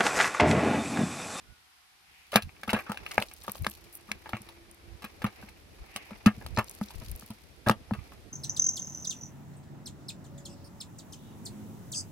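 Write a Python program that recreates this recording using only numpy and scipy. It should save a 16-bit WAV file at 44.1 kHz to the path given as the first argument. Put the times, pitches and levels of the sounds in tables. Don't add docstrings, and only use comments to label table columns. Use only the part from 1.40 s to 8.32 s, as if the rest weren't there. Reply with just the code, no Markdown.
import sys
import numpy as np
from scipy import signal
from scipy.fft import rfft, irfft
from scipy.io import wavfile
from scipy.ndimage import uniform_filter1d

SR = 44100
rng = np.random.default_rng(int(sys.argv[2]) if len(sys.argv) > 2 else 0)


def file_out(sig):
    cols = np.atleast_2d(sig).T
    lim = np.clip(cols, -1, 1)
    pcm = np.round(lim * 32767).astype(np.int16)
    wavfile.write(sys.argv[1], SR, pcm)


N = 305172


def gain_of(db):
    return 10 ** (np.asarray(db) / 20)


def unit_rms(x):
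    return x / np.sqrt(np.mean(x ** 2) + 1e-20)


def add(mix, start_s, sound):
    part = mix[..., round(start_s * SR):][..., :sound.shape[-1]]
    part += sound[..., :part.shape[-1]]


def colour(x, spectrum):
    hz, db = np.transpose(spectrum)
    bin_hz = np.fft.rfftfreq(x.shape[-1], 1 / SR)
    gain = gain_of(np.interp(np.log(bin_hz + 1), np.log(hz + 1), db))
    return irfft(rfft(x) * unit_rms(gain), x.shape[-1])


def pan(left_db):
    return gain_of([[left_db / 2], [-left_db / 2]])


def envelope(table, column):
    columns = np.transpose(table)
    return gain_of(np.interp(np.arange(N) / SR, columns[0], columns[column]))


def drift(width_s):
    width = int(width_s * SR)
    return unit_rms(uniform_filter1d(uniform_filter1d(rng.standard_normal((2, N)), width), width))


def thumps(hollow_hz=210, hollow_t60_s=0.08, heave_hz=114, heave_t60_s=0.082, rise_s=0.0035):
    # start_s, level_db, heave_db (relative to the air's ring)
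    landings = [(0.954, -9.5, -10), (1.234, -44, -14), (1.279, -23.5, -8), (1.334, -13.5, -10),
                (1.494, -22, -10), (1.782, -24, -4), (2.083, -31, -6), (2.267, -27.5, -11),
                (2.687, -40, -22), (2.711, -33.5, -28), (2.934, -24.5, 0), (3.002, -39, -3),
                (3.64, -32, -28), (3.84, -15, -5), (4.032, -36, -25), (4.554, -37.5, -4), (4.714, -30, -14),
                (4.862, -0.5, -12.5), (4.973, -34, 2), (5.178, -17.5, 1), (5.412, -18, -30),
                (5.619, -37, 3.5), (5.824, -42, -5), (5.902, -29, -5), (6.267, -16.5, 0),
                (6.298, -12, -6.5), (6.405, -45.5, 4), (6.514, -15, -4.5)]
    out, t = np.zeros(N), np.arange(SR // 4) / SR
    onset = 1 - np.exp(-(t / rise_s) ** 2)
    for start_s, level_db, heave_db in landings:
        detune, phase = rng.standard_normal(2)
        ring = gain_of(-60 * t / hollow_t60_s) * np.sin(2 * np.pi * hollow_hz * (1 + .015 * detune) * t)
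        heave = gain_of(heave_db - 60 * t / heave_t60_s) * np.sin(2 * np.pi * heave_hz * t + phase)
        add(out, start_s, gain_of(level_db) * onset * (ring + heave))
    return out * pan(0.765)


def knocks(contact_s=0.00057, slap_t60_s=0.011, slither_t60_s=0.088, slither_rise_s=0.0027, width=0.54):
    # start_s, level_db, centre_hz, slap_db, slither_db (both relative to the blow)
    blows = [(0.918, -47.5, 1460, 4.5, 11.5), (0.931, -25, 1380, -13, 5.5), (0.94, -26, 1940, -5, 2),
             (0.958, -3.5, 980, -1.5, -9.5), (0.969, -12, 2300, -35, -1.5), (1.022, -34.5, 2360, 4, -4.5),
             (1.093, -36, 2200, -21, -10), (1.166, -44, 2500, -20, -6), (1.233, -27.5, 1380, -6, -4.5),
             (1.277, -29.5, 829, -12.5, 6), (1.293, -19, 2500, -17, 2), (1.303, -28, 1470, 2.5, -2),
             (1.331, -13.5, 560, -9, -1.5), (1.345, -22.5, 2800, -24, 3.5), (1.364, -20, 1100, -18, -0.5),
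             (1.389, -31, 1270, -11, 6), (1.466, -36.5, 1540, -26, 5.5), (1.495, -29.5, 790, -16, 6),
             (1.518, -21.5, 800, -4.5, -10), (1.544, -37.5, 1240, -7, 1), (1.573, -26.5, 2430, -7, -8.5),
             (1.664, -22, 2740, -13, -9), (1.711, -32.5, 2200, -8, 4), (1.78, -5, 1080, -20.5, -13.5),
             (1.8, -31.5, 1230, 0, -4), (1.816, -26, 501, -8, -2), (1.823, -21.5, 2290, 0, -12.5),
             (1.913, -39, 1680, -2.5, -4), (2.041, -45.5, 1330, -3, 6.5), (2.08, -22, 860, -11.5, -4),
             (2.095, -32, 880, 1, -19), (2.154, -32.5, 590, -4, -11), (2.244, -42, 501, -13, 9),
             (2.246, -24, 2590, -7, -15), (2.266, -12.5, 1270, -9.5, -17.5), (2.689, -45.5, 820, -12, 9.5),
             (2.716, -18.5, 2440, -7.5, -13.5), (2.859, -32.5, 1300, -24, 0.5),
             (2.892, -33, 860, -1.5, -4.5), (2.933, -19, 1380, -34, -6), (2.95, -34.5, 2440, -24, -1),
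             (2.968, -29, 1350, -9, -8), (3.088, -41.5, 1300, 0, 1), (3.621, -38.5, 1350, -4, 3),
             (3.642, -32.5, 1230, -6.5, 5), (3.819, -29, 1260, -8, -2), (3.843, -20.5, 1310, -16.5, 2),
             (3.863, -36, 2000, -10.5, 10), (4.027, -37.5, 870, -15, -3.5), (4.087, -40, 2470, -20, -19),
             (4.561, -23, 2020, -1, -6), (4.706, -42, 860, -13, 9), (4.732, -38.5, 1990, -29, -8),
             (4.86, -14, 1250, -9.5, 1), (4.874, -15.5, 1270, -30, 0), (5.013, -39, 1140, -17, 2.5),
             (5.063, -31, 770, 2.5, -14), (5.173, -17, 953, -40, 1), (5.186, -14, 1170, -13.5, 2),
             (5.413, -25.5, 835, -42, -11), (5.505, -40, 950, 0, -1), (5.617, -40.5, 636, -9.5, 3),
             (5.824, -38, 1050, -17, -20), (5.903, -45, 563, -1.5, 8), (6.263, -27, 1130, -23, 11),
             (6.27, -21.5, 670, -18, 8), (6.285, -17.5, 590, 1, -14), (6.296, -3.5, 850, -11, -14),
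             (6.311, -18, 1026, -11, -3), (6.51, -21.5, 550, -25, -12), (6.536, -29, 2010, -10.5, -4.5),
             (6.548, -37.5, 900, -15, 4), (6.591, -41, 1680, -19, -5), (6.721, -39.5, 1110, -12, -3)]
    # pitch_hz, level_db, t60_s
    wall_modes = [(631, -4.5, 0.012), (867, 3, 0.0095), (1225, 4.5, 0.0087), (1622, -1, 0.011),
                  (2165, -1, 0.011), (2565, 7.5, 0.0054), (4100, -14, 0.013)]
    # frequency_hz, density_db
    slap_spectrum = [(1500, -30), (2500, 0), (4100, -2), (5500, -8), (7500, -14), (9000, -10), (10500, -7),
                     (13000, -11), (15000, -14), (16500, -22)]
    out, t = np.zeros((2, N)), np.arange(6000) / SR
    mode_hz, mode_db, mode_t60_s = np.transpose(wall_modes)[:, :, None]
    crack = gain_of(-60 * t / slap_t60_s) * (1 - np.exp(-(t / .001) ** 2))
    for start_s, level_db, centre_hz, slap_db, slither_db in blows:
        skin, skin_side, lumps, spray, spray_side = rng.standard_normal((5, len(t)))
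        spot_db = 2.76 * lumps[:len(mode_hz), None] - 4.97 * (np.log(mode_hz / centre_hz) / 0.62) ** 2
        loaded_hz = mode_hz * (1 + .04 * skin_side[:len(mode_hz), None])
        modes = gain_of(mode_db + spot_db - 60 * t / mode_t60_s) * np.sin(2 * np.pi * loaded_hz * t)
        wall = modes.sum(0) * (1 - np.exp(-t / contact_s))
        slide = gain_of(slither_db - 60 * t / slither_t60_s) * (1 - np.exp(-t / slither_rise_s))
        grainy_slide = slide * gain_of(2.2 * unit_rms(uniform_filter1d(lumps, 90)))
        friction = np.array([skin, skin + width * skin_side])
        rubbed_wall = signal.fftconvolve(friction, wall[None], axes=1)[:, :len(t)]
        slither = unit_rms(grainy_slide * rubbed_wall) * np.std(slide) / 2
        splash = colour(np.array([spray, spray + width * spray_side]), slap_spectrum)
        slap = gain_of(slap_db) * (crack + gain_of(-6 - 300 * t) * grainy_slide) * splash
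        left, right = gain_of(level_db) * (wall / abs(wall).max() + slither + slap)
        lag_s = abs(spray_side[0]) * .00008
        add(out[0], start_s, left)
        add(out[1], start_s + lag_s, right)
    return out * pan(2.1)


def snaps(octaves=0.77, width=0.17, t60_at_5khz_s=0.014):
    # start_s, level_db, centre_hz
    bursts = [(0.961, -29, 4540), (1.304, -27.5, 5400), (1.3316, -29, 4940), (1.4044, -36, 11000),
              (1.7139, -25, 5170), (1.8845, -37.5, 4700), (1.9136, -45, 4700), (1.937, -28, 11700),
              (2.0182, -38, 4560), (2.0368, -30.5, 9380), (2.065, -37, 11300), (2.0976, -36, 11500),
              (2.118, -18, 11400), (2.1476, -39, 4760), (2.169, -33.5, 9460), (2.19, -35, 11400),
              (2.222, -29, 11600), (2.267, -23, 3980), (2.2872, -33, 9630), (2.2976, -28, 10600),
              (2.3102, -31, 11400), (2.336, -45, 4300), (2.5267, -37, 11300), (2.5523, -23, 11400),
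              (2.5715, -35, 11700), (2.7162, -22, 5130), (3.018, -33, 8600), (3.3123, -35, 9700),
              (3.3453, -41, 10200), (3.6471, -27.5, 11200), (3.842, -27, 11200), (4.561, -25, 5800),
              (4.8602, -17, 4260), (5.1626, -30, 4200), (5.1727, -21.5, 4060), (5.243, -33, 8560),
              (5.2814, -36, 4480), (5.295, -24, 9450), (5.3115, -29, 9210), (5.3497, -33, 9100),
              (5.435, -34, 4360), (5.484, -34, 4590), (5.661, -40.5, 4570), (5.7142, -24.5, 12100),
              (5.7608, -26.5, 12700), (5.7963, -31, 9400), (5.8616, -32.5, 12100), (5.903, -36, 11500),
              (6.286, -36, 4750), (6.2961, -22, 4200)]
    out, t = np.zeros((2, N)), np.arange(4096) / SR
    bin_hz = np.fft.rfftfreq(len(t), 1 / SR) + 1
    for start_s, level_db, centre_hz in bursts:
        t60_s = t60_at_5khz_s * (5000 / centre_hz) ** 0.72
        common, side = rng.standard_normal((2, len(t)))
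        band = unit_rms(np.exp(-(np.log2(bin_hz / centre_hz) / octaves) ** 2))
        noise = irfft(rfft([common, common + width * side]) * band)
        shape = gain_of(-60 * t / t60_s) * (1 - np.exp(-(t / (0.1 * t60_s)) ** 2))
        add(out, start_s, gain_of(level_db) * shape * noise)
    return out * pan(2.8)


def port_delay(sound):
    # frequency_hz, lead_rad
    port_phases = [(1500, 0.21), (2600, -2.15), (3900, -6.5), (6000, -8), (7200, -9.5), (9650, -12),
                   (12700, -19.5), (16500, -14)]
    hz, lead_rad = np.transpose([(0, 0.006)] + port_phases)
    half_shift = np.exp(.5j * np.interp(np.fft.rfftfreq(N, 1 / SR), hz, lead_rad))
    return irfft(rfft(sound) * [half_shift, 1 / half_shift], N)


def net(ticks_per_s=120, spread_db=2.0, tick_s=0.0021):
    # time_s, fine_db, coarse_db
    handling = [(0, -96, -73), (.55, -88, -87), (.78, -68, -81), (1.1, -73, -67), (1.38, -57.5, -54),
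                (1.6, -71, -54.5), (1.74, -54, -50.5), (2.0, -61, -71), (2.15, -54.5, -57),
                (2.33, -55, -63), (2.48, -67.5, -64), (3.08, -63, -57), (3.25, -81, -65.5),
                (4.08, -61.5, -57), (4.25, -77, -63.5), (4.62, -61, -55), (4.8, -66.5, -58.5),
                (5.3, -59, -58), (5.72, -55, -58), (6.1, -71.5, -69), (6.4, -81, -67), (6.7, -62, -58.5),
                (6.92, -90, -78)]
    # frequency_hz, density_db
    fine_spectrum = [(1470, -46.5), (2500, -4), (3380, -9), (4410, -3), (7190, -10), (8870, -10),
                     (11800, -4.5), (15200, -13.5), (16000, -17)]
    # frequency_hz, density_db
    coarse_spectrum = [(180, -76), (300, 1), (576, -7.5), (758, -2), (1590, -10.5), (2430, -4.5),
                       (3170, -16), (6000, -17.5), (7800, -55.5), (13200, -120)]
    strengths = gain_of(spread_db * np.minimum(rng.exponential(1, N), 4))
    impulses = strengths * (rng.random(N) < ticks_per_s / SR)
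    ticks = signal.oaconvolve(impulses, np.exp(-np.arange(500) / SR / tick_s))[:N]
    fine = unit_rms((.45 + unit_rms(ticks)) * colour(rng.standard_normal((2, N)), fine_spectrum))
    lumps = gain_of(2.5 * drift(.008)[0])
    coarse = unit_rms(lumps * colour(rng.standard_normal((2, N)), coarse_spectrum))
    return envelope(handling, 1) * fine + envelope(handling, 2) * coarse


def swishes(octaves=0.48, block=16384):
    # start_s, length_s, level_db, centre_hz
    pulls = [(0.618, 0.34, -61, 2300), (1.37, 0.058, -45.5, 1820), (2.52, 0.066, -50, 11500),
             (3.926, 0.13, -58.5, 2150), (4.451, 0.29, -54, 2200)]
    out, bin_hz = np.zeros((2, N)), np.fft.rfftfreq(block, 1 / SR) + 1
    for start_s, length_s, level_db, centre_hz in pulls:
        size = min(round(length_s * SR), block)
        band = np.exp(-(np.log2(bin_hz / centre_hz) / octaves) ** 2)
        scrape = unit_rms(irfft(rfft(rng.standard_normal((2, block))) * band))
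        add(out, start_s, gain_of(level_db) * scrape[:, :size] * np.sqrt(np.hanning(size)))
    return out


def wind(crossfeed=.2):
    # time_s, level_db
    buffeting = [(0.0, -61), (0.17, -71), (0.33, -80), (1.54, -56), (2.04, -59), (2.27, -56), (2.56, -59.5),
                 (3.7, -55.5), (3.87, -56), (4.32, -55.5), (4.66, -59), (5.03, -48), (5.32, -55),
                 (5.76, -52), (5.93, -60), (6.21, -55.5), (6.45, -52), (6.92, -56)]
    # frequency_hz, density_db
    gust_spectrum = [(8.8, -46.5), (15, -35.5), (40, 0), (70, 5.5), (117, -5), (262, -8.5), (345, -9.5),
                     (432, -10), (700, -16.5), (910, -46), (1540, -120)]
    lumps = gain_of(3.5 * drift(.035))
    eddies = lumps * colour(rng.standard_normal((2, N)), gust_spectrum)
    pressure = unit_rms(eddies + crossfeed * eddies[::-1])
    return envelope(buffeting, 1) * pressure * pan(-1.3)


def puffs(jitter_rad=0.72, flutter=0.57):
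    # start_s, level_db, pitch_hz, length_s, left_over_right_db
    bumps = [(0.065, -55, 61.6, 0.08, -17), (1.016, -38, 82.6, 0.09, -4), (2.192, -30.5, 75, 0.058, 2.0),
             (2.338, -66, 89, 0.057, -23), (3.465, -55.5, 57, 0.11, -30.5), (4.392, -41, 48.6, 0.05, 2),
             (5.032, -36.5, 87.6, 0.05, 9), (5.085, -41, 62.4, 0.085, -15), (5.526, -44, 50, 0.094, 23),
             (5.644, -36, 55.5, 0.14, 4), (5.705, -34, 71.5, 0.027, 1.5), (6.566, -41.5, 71, 0.064, -21),
             (6.692, -60, 104.6, 0.063, -17)]
    out = np.zeros((2, N))
    for start_s, level_db, pitch_hz, length_s, left_db in bumps:
        t = np.arange(0, length_s, 1 / SR)
        noise = rng.standard_normal((4, SR // 4))
        wobble = unit_rms(uniform_filter1d(uniform_filter1d(noise, 250), 250))[:, :len(t)]
        swing = (1 + flutter * wobble[2:]) * np.sin(2 * np.pi * pitch_hz * t + jitter_rad * wobble[:2])
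        add(out, start_s, gain_of(level_db) * pan(left_db) * swing * np.sin(np.pi * t / length_s))
    return out


def field_hiss(level_db=-61.5):
    # frequency_hz, density_db
    hiss_spectrum = [(71, -29), (120, -7), (410, -18.5), (605, -16), (742, 0.5), (930, -3.5), (1980, -2.5),
                     (2380, -3), (4880, -6), (7350, -13.5), (10600, -11), (14400, -17.5), (16000, -40)]
    level = gain_of(level_db + 0.43 * drift(0.17))
    return level * unit_rms(colour(rng.standard_normal((2, N)), hiss_spectrum))


def hum(pitch_hz=340, fade_s=.15):
    # start_s, length_s, level_db
    spells = [(1.55, .45, -67), (2.15, 1.5, -65.5)]
    t, level = np.arange(N) / SR, np.zeros(N)
    waver, swell = drift(0.05)
    cycles = np.cumsum(pitch_hz * (1 + .005 * waver)) / SR
    for start_s, length_s, level_db in spells:
        inside_s = np.minimum(t - start_s, start_s + length_s - t)
        level += gain_of(level_db) * np.clip(inside_s / fade_s, 0, 1)
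    return np.sqrt(2) * level * gain_of(2.5 * swell) * np.sin(2 * np.pi * cycles)


def bird(start_s=.04, length_s=.175, pitch_hz=1500, sag_hz_per_s=540, level_db=-65, fade_db_per_s=40):
    out, t = np.zeros(N), np.arange(0, length_s, 1 / SR)
    jitter = 1 + 0.017 * drift(0.0051)[0, :len(t)]
    cycles = np.cumsum((pitch_hz - sag_hz_per_s * t) * jitter) / SR
    level = gain_of(level_db - fade_db_per_s * t) * np.sqrt(np.hanning(len(t)))
    add(out, start_s, np.sqrt(2) * level * np.sin(2 * np.pi * cycles))
    return out


def scene():
    bucket = port_delay(thumps() + knocks() + snaps())
    return bucket + net() + swishes() + wind() + puffs() + field_hiss() + hum() + bird()


def record(dry):
    cutoff_hz = 16350
    lowpass = signal.firwin(601, cutoff_hz, window=("kaiser", 10), fs=SR)
    return signal.oaconvolve(dry, lowpass[None], "same")


dry = scene()
out = record(dry)
file_out(out)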